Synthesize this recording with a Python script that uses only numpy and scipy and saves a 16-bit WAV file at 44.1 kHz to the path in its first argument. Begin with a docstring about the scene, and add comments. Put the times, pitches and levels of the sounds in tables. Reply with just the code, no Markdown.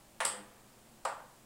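"""Degaussing a tube monitor

In a small, quiet room a button snaps and a relay pulls in with a bright metallic click.
The coil hums briefly as its current dies away, then the relay drops out with a duller knock
in the plastic cabinet. Each click rings cabinet, relay frame and room. Faint hiss and hum underneath."""
import sys
import numpy as np
from scipy import signal
from scipy.fft import rfft, irfft, next_fast_len
from scipy.io import wavfile

SR = 44100
rng = np.random.default_rng(int(sys.argv[2]) if len(sys.argv) > 2 else 0)


def generate_wav(sig):
    """Save sig (samples, or channels by samples) to the path in sys.argv[1] as 16-bit PCM at SR."""
    pcm = np.round(np.clip(np.atleast_2d(sig).T, -1, 1) * 32767).astype(np.int16)
    wavfile.write(sys.argv[1], SR, pcm)


N = 63945
TIME = np.arange(N) / SR

# contacts of each click: t/s, relative knock level/dB, relative tick level/dB
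BUTTON_CONTACTS = [(0.2034, -10, -7.5), (0.2080, -6, -35), (0.222, -13, -29)]
PULL_IN_CONTACTS = [(0.2503, -20, -6.5), (0.2530, -4, -4)]
DROP_OUT_CONTACTS = [(1.0504, -39, -11.5), (1.052, -6, -13), (1.0551, -6, -15)]
# click spectra: f/Hz, relative level/dB
BUTTON_SPECTRUM = [(60, -53), (200, -29), (380, -26), (530, -1), (730, -5.5), (900, 0.5), (1500, -5.5),
                   (1850, -0.5), (2200, -8.5), (3700, -13.5), (4800, -21.5), (7500, -17.5), (9500, -9),
                   (11000, -31), (13000, -44), (15000, -27)]
PULL_IN_SPECTRUM = [(60, -55), (200, -15.5), (380, -15.5), (600, -20), (1200, -6), (2400, -20.5),
                    (3100, -9), (4100, -17), (4900, -10.5), (6300, -21.5), (7250, -11.5), (7600, -6),
                    (8200, 1.5), (9800, -10), (11300, -11), (12300, -42), (15200, -23.5)]
DROP_OUT_SPECTRUM = [(60, -41), (200, -39), (380, -18), (540, -3), (730, -3), (900, 0.5), (1600, -8),
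                     (1950, -17.5), (3500, -21.5), (5200, -19.5), (6300, -26.5), (7700, -12), (10000, -21),
                     (12500, -37), (16000, -36)]
# modes of the cabinet and the relay's metal frame: f/Hz, relative level/dB, T60/s
CABINET_MODES = [(562, -2, .45), (674, -6, .45), (812, -2, .48), (835, -4, .55), (890, -5, .45),
                 (938, -1, .5), (1020, -6, .4), (1120, -7, .5), (1194, -1, .48), (1250, -6, .4),
                 (1391, -7, .4), (1565, -8, .4), (1863, -7, .38), (2022, -13, .38), (2212, -14, .35),
                 (2692, -15, .35)]
RELAY_MODES = [(3063, -13, .38), (7447, -6, .32), (8146, 0, .3), (8256, -1, .3), (8985, -7, .3)]
# room decay: f/Hz, T60/s
ROOM_T60 = [(200, 0.59), (600, 0.48), (1200, 0.51), (2500, 0.51), (5000, 0.33), (8200, 0.32), (11000, 0.27),
            (15000, 0.19)]
# coil hum envelope: t/s, level/dB
COIL_ENVELOPE = [(.25, -60.5), (.3, -57.5), (.375, -47.5), (.415, -57.5), (.455, -61), (.56, -70),
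                 (.8, -74)]
# coil partials, near multiples of twice mains frequency: f/Hz, relative level/dB, envelope lag/s
COIL_PARTIALS = [(102, -17, -0.066), (203, -3, 0.031), (307.8, -11.5, 0.042), (393.3, -9.5, -0.03),
                 (504, -1.5, -0.01), (600, -13, -0.0047), (696, -11, -0.003)]
# spectra of cabinet rustle and room hiss: f/Hz, relative density/dB
RUSTLE_SPECTRUM = [(150, -16.5), (500, -0.5), (1300, -6.5), (2500, -14.5), (6000, -28)]
HISS_SPECTRUM = [(25, -3.5), (50, -9.5), (95, -10.5), (135, -8.5), (170, -11), (230, -6), (300, -10),
                 (450, -13.5), (650, -10.5), (900, -12.5), (1400, -18), (2400, -21), (4000, -22.5),
                 (6200, -23.5), (7800, -20), (10000, -23), (12500, -27.5), (15500, -25.5)]
# background hum lines: f/Hz, level/dB
HUM_LINES = [(120, -72), (145, -74.5), (221, -69.5), (345, -76.5)]


def button_and_relay():
    """Button snap, relay pull-in and relay drop-out in one room."""
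    room = room_tail()
    button = click(room, BUTTON_CONTACTS, BUTTON_SPECTRUM, gain_db=14, knock_s=0.0054, tick_s=0.011,
                   knock_room_db=-6.5, tick_room_db=-6, cabinet_db=-45, relay_db=-69)
    pull_in = click(room, PULL_IN_CONTACTS, PULL_IN_SPECTRUM, gain_db=12, knock_s=0.004, tick_s=0.0017,
                    knock_room_db=-5, tick_room_db=-3, cabinet_db=-48, relay_db=-37.5)
    drop_out = click(room, DROP_OUT_CONTACTS, DROP_OUT_SPECTRUM, gain_db=14.5, knock_s=0.0036,
                     tick_s=0.0029, knock_room_db=-5.5, tick_room_db=-9.5, cabinet_db=-42, relay_db=-59)
    return button + pull_in + drop_out


def click(room, contacts, spectrum, gain_db, knock_s, tick_s, knock_room_db, tick_room_db,
          cabinet_db, relay_db, crossover_hz=3670):
    """Each contact gives a low knock and a high tick; the first rings cabinet, relay frame and room."""
    first_contact = impulse(contacts[0][0], 0)
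    bands = (1, "low", knock_s, knock_room_db), (2, "high", tick_s, tick_room_db)
    impact = 0
    for column, side, decay_s, room_db in bands:
        direct = sum(convolve(impulse(row[0], row[column]), rattle(decay_s)) for row in contacts)
        reflected = from_db(room_db) * convolve(first_contact, room)
        crossover = signal.butter(3, crossover_hz, side, fs=SR, output="sos")
        impact += signal.sosfilt(crossover, direct + reflected)
    body = from_db(cabinet_db) * ringing(CABINET_MODES) + from_db(relay_db) * ringing(RELAY_MODES)
    return from_db(gain_db) * coloured(impact, spectrum) + convolve(first_contact, body)


def rattle(decay_s):
    """Dense, quickly damped vibration after a contact; near-flat spectrum, unit energy."""
    decay = np.exp(-np.minimum(TIME / decay_s, 50))
    burst = rng.standard_normal(N) * decay
    for _ in range(4):
        whitened = irfft(np.exp(1j * np.angle(rfft(burst))), N)
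        burst = whitened * decay ** 0.25
    return burst / np.linalg.norm(burst)


def ringing(modes, rise_s=0.0013):
    """Impulse response of damped modes with a short build-up."""
    rise = 1 - np.exp(-TIME / rise_s)
    return rise * sum(from_db(db - 60 * TIME / t60_s) * np.sin(2 * np.pi * (hz * TIME + rng.random()))
                      for hz, db, t60_s in modes)


def room_tail(delay_s=0.0046, build_s=0.0022):
    """Diffuse reflections: build up, then die faster in the treble."""
    white = rfft(rng.standard_normal(N))
    hz = np.arange(N // 2 + 1) * SR / N
    edges_hz = np.geomspace(60, 20000, 18)
    tail = 0
    for low, high in zip(edges_hz, edges_hz[1:]):
        band = irfft(white * (hz >= low) * (hz < high), N)
        t60_s = at_hz(ROOM_T60, np.sqrt(low * high))
        tail += band * from_db(-60 * TIME / t60_s)
    tail *= 1 - np.exp(-np.maximum(TIME - delay_s, 0) / build_s)
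    return tail / np.linalg.norm(tail)


def coil(rustle_db=-58.5, rustle_fade_db_per_s=26):
    """From pull-in the coil shakes the cabinet: mains harmonics swell and fade over a faint rustle."""
    times_s, levels_db = np.transpose(COIL_ENVELOPE)
    elapsed_s = TIME - PULL_IN_CONTACTS[0][0]
    hum = 0
    for hz, db, lag_s in COIL_PARTIALS:
        envelope = from_db(db + np.interp(TIME - lag_s, times_s, levels_db))
        hum += envelope * wavering_tone(hz, depth=0.17, waver_hz=10)
    rustle = from_db(rustle_db - rustle_fade_db_per_s * elapsed_s) * shaped_noise(RUSTLE_SPECTRUM)
    return (hum + rustle) * (elapsed_s > 0)


def background(hiss_db=-60.5):
    """Steady hiss and faint, wavering hum lines."""
    hum = sum(from_db(db) * wavering_tone(hz, depth=0.24, waver_hz=5.4) for hz, db in HUM_LINES)
    return from_db(hiss_db) * shaped_noise(HISS_SPECTRUM) + hum


def wavering_tone(hz, depth, waver_hz):
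    """Sine with slowly wandering level and phase."""
    lowpass = signal.butter(2, waver_hz, fs=SR, output="sos")
    drift = signal.sosfilt(lowpass, rng.standard_normal((2, 2 * N)))[:, N:]
    phase = 2 * np.pi * (hz * TIME + rng.random())
    return (1 + depth * unit_rms(drift[0])) * np.sin(phase) + depth * unit_rms(drift[1]) * np.cos(phase)


def shaped_noise(spectrum):
    """Coloured noise, unit rms."""
    return unit_rms(coloured(rng.standard_normal(N), spectrum))


def coloured(x, spectrum):
    """Minimum-phase filter with the given spectrum."""
    size = 2 * next_fast_len(N)
    gain = from_db(at_hz(spectrum, np.arange(size // 2 + 1) * SR / size))
    cepstrum = irfft(np.log(gain))
    cepstrum[1:size // 2] *= 2  # fold to causal
    cepstrum[size // 2 + 1:] = 0
    return irfft(rfft(x, size) * np.exp(rfft(cepstrum)))[:N]


def impulse(t_s, db):
    """One-sample push."""
    return from_db(db) * (np.arange(N) == int(t_s * SR))


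def convolve(x, response):
    """Apply an impulse response."""
    return signal.fftconvolve(x, response)[:N]


def at_hz(table, hz):
    """Interpolate over log frequency."""
    table_hz, values = np.transpose(table)
    return np.interp(np.log(np.maximum(hz, 1)), np.log(table_hz), values)


def unit_rms(x):
    """Scale to rms 1."""
    return x / np.sqrt(np.mean(x ** 2) + 1e-20)


def from_db(db):
    """dB to gain."""
    return 10 ** (np.asarray(db) / 20)


def scene():
    """Mono sum of all sources."""
    return (button_and_relay() + coil() + background())[None]


def record(dry):
    """Steep elliptic low-pass."""
    cutoff_hz = 15750
    return signal.sosfilt(signal.ellip(10, 0.2, 70, cutoff_hz, fs=SR, output="sos"), dry)


dry = scene()
out = record(dry)
generate_wav(out)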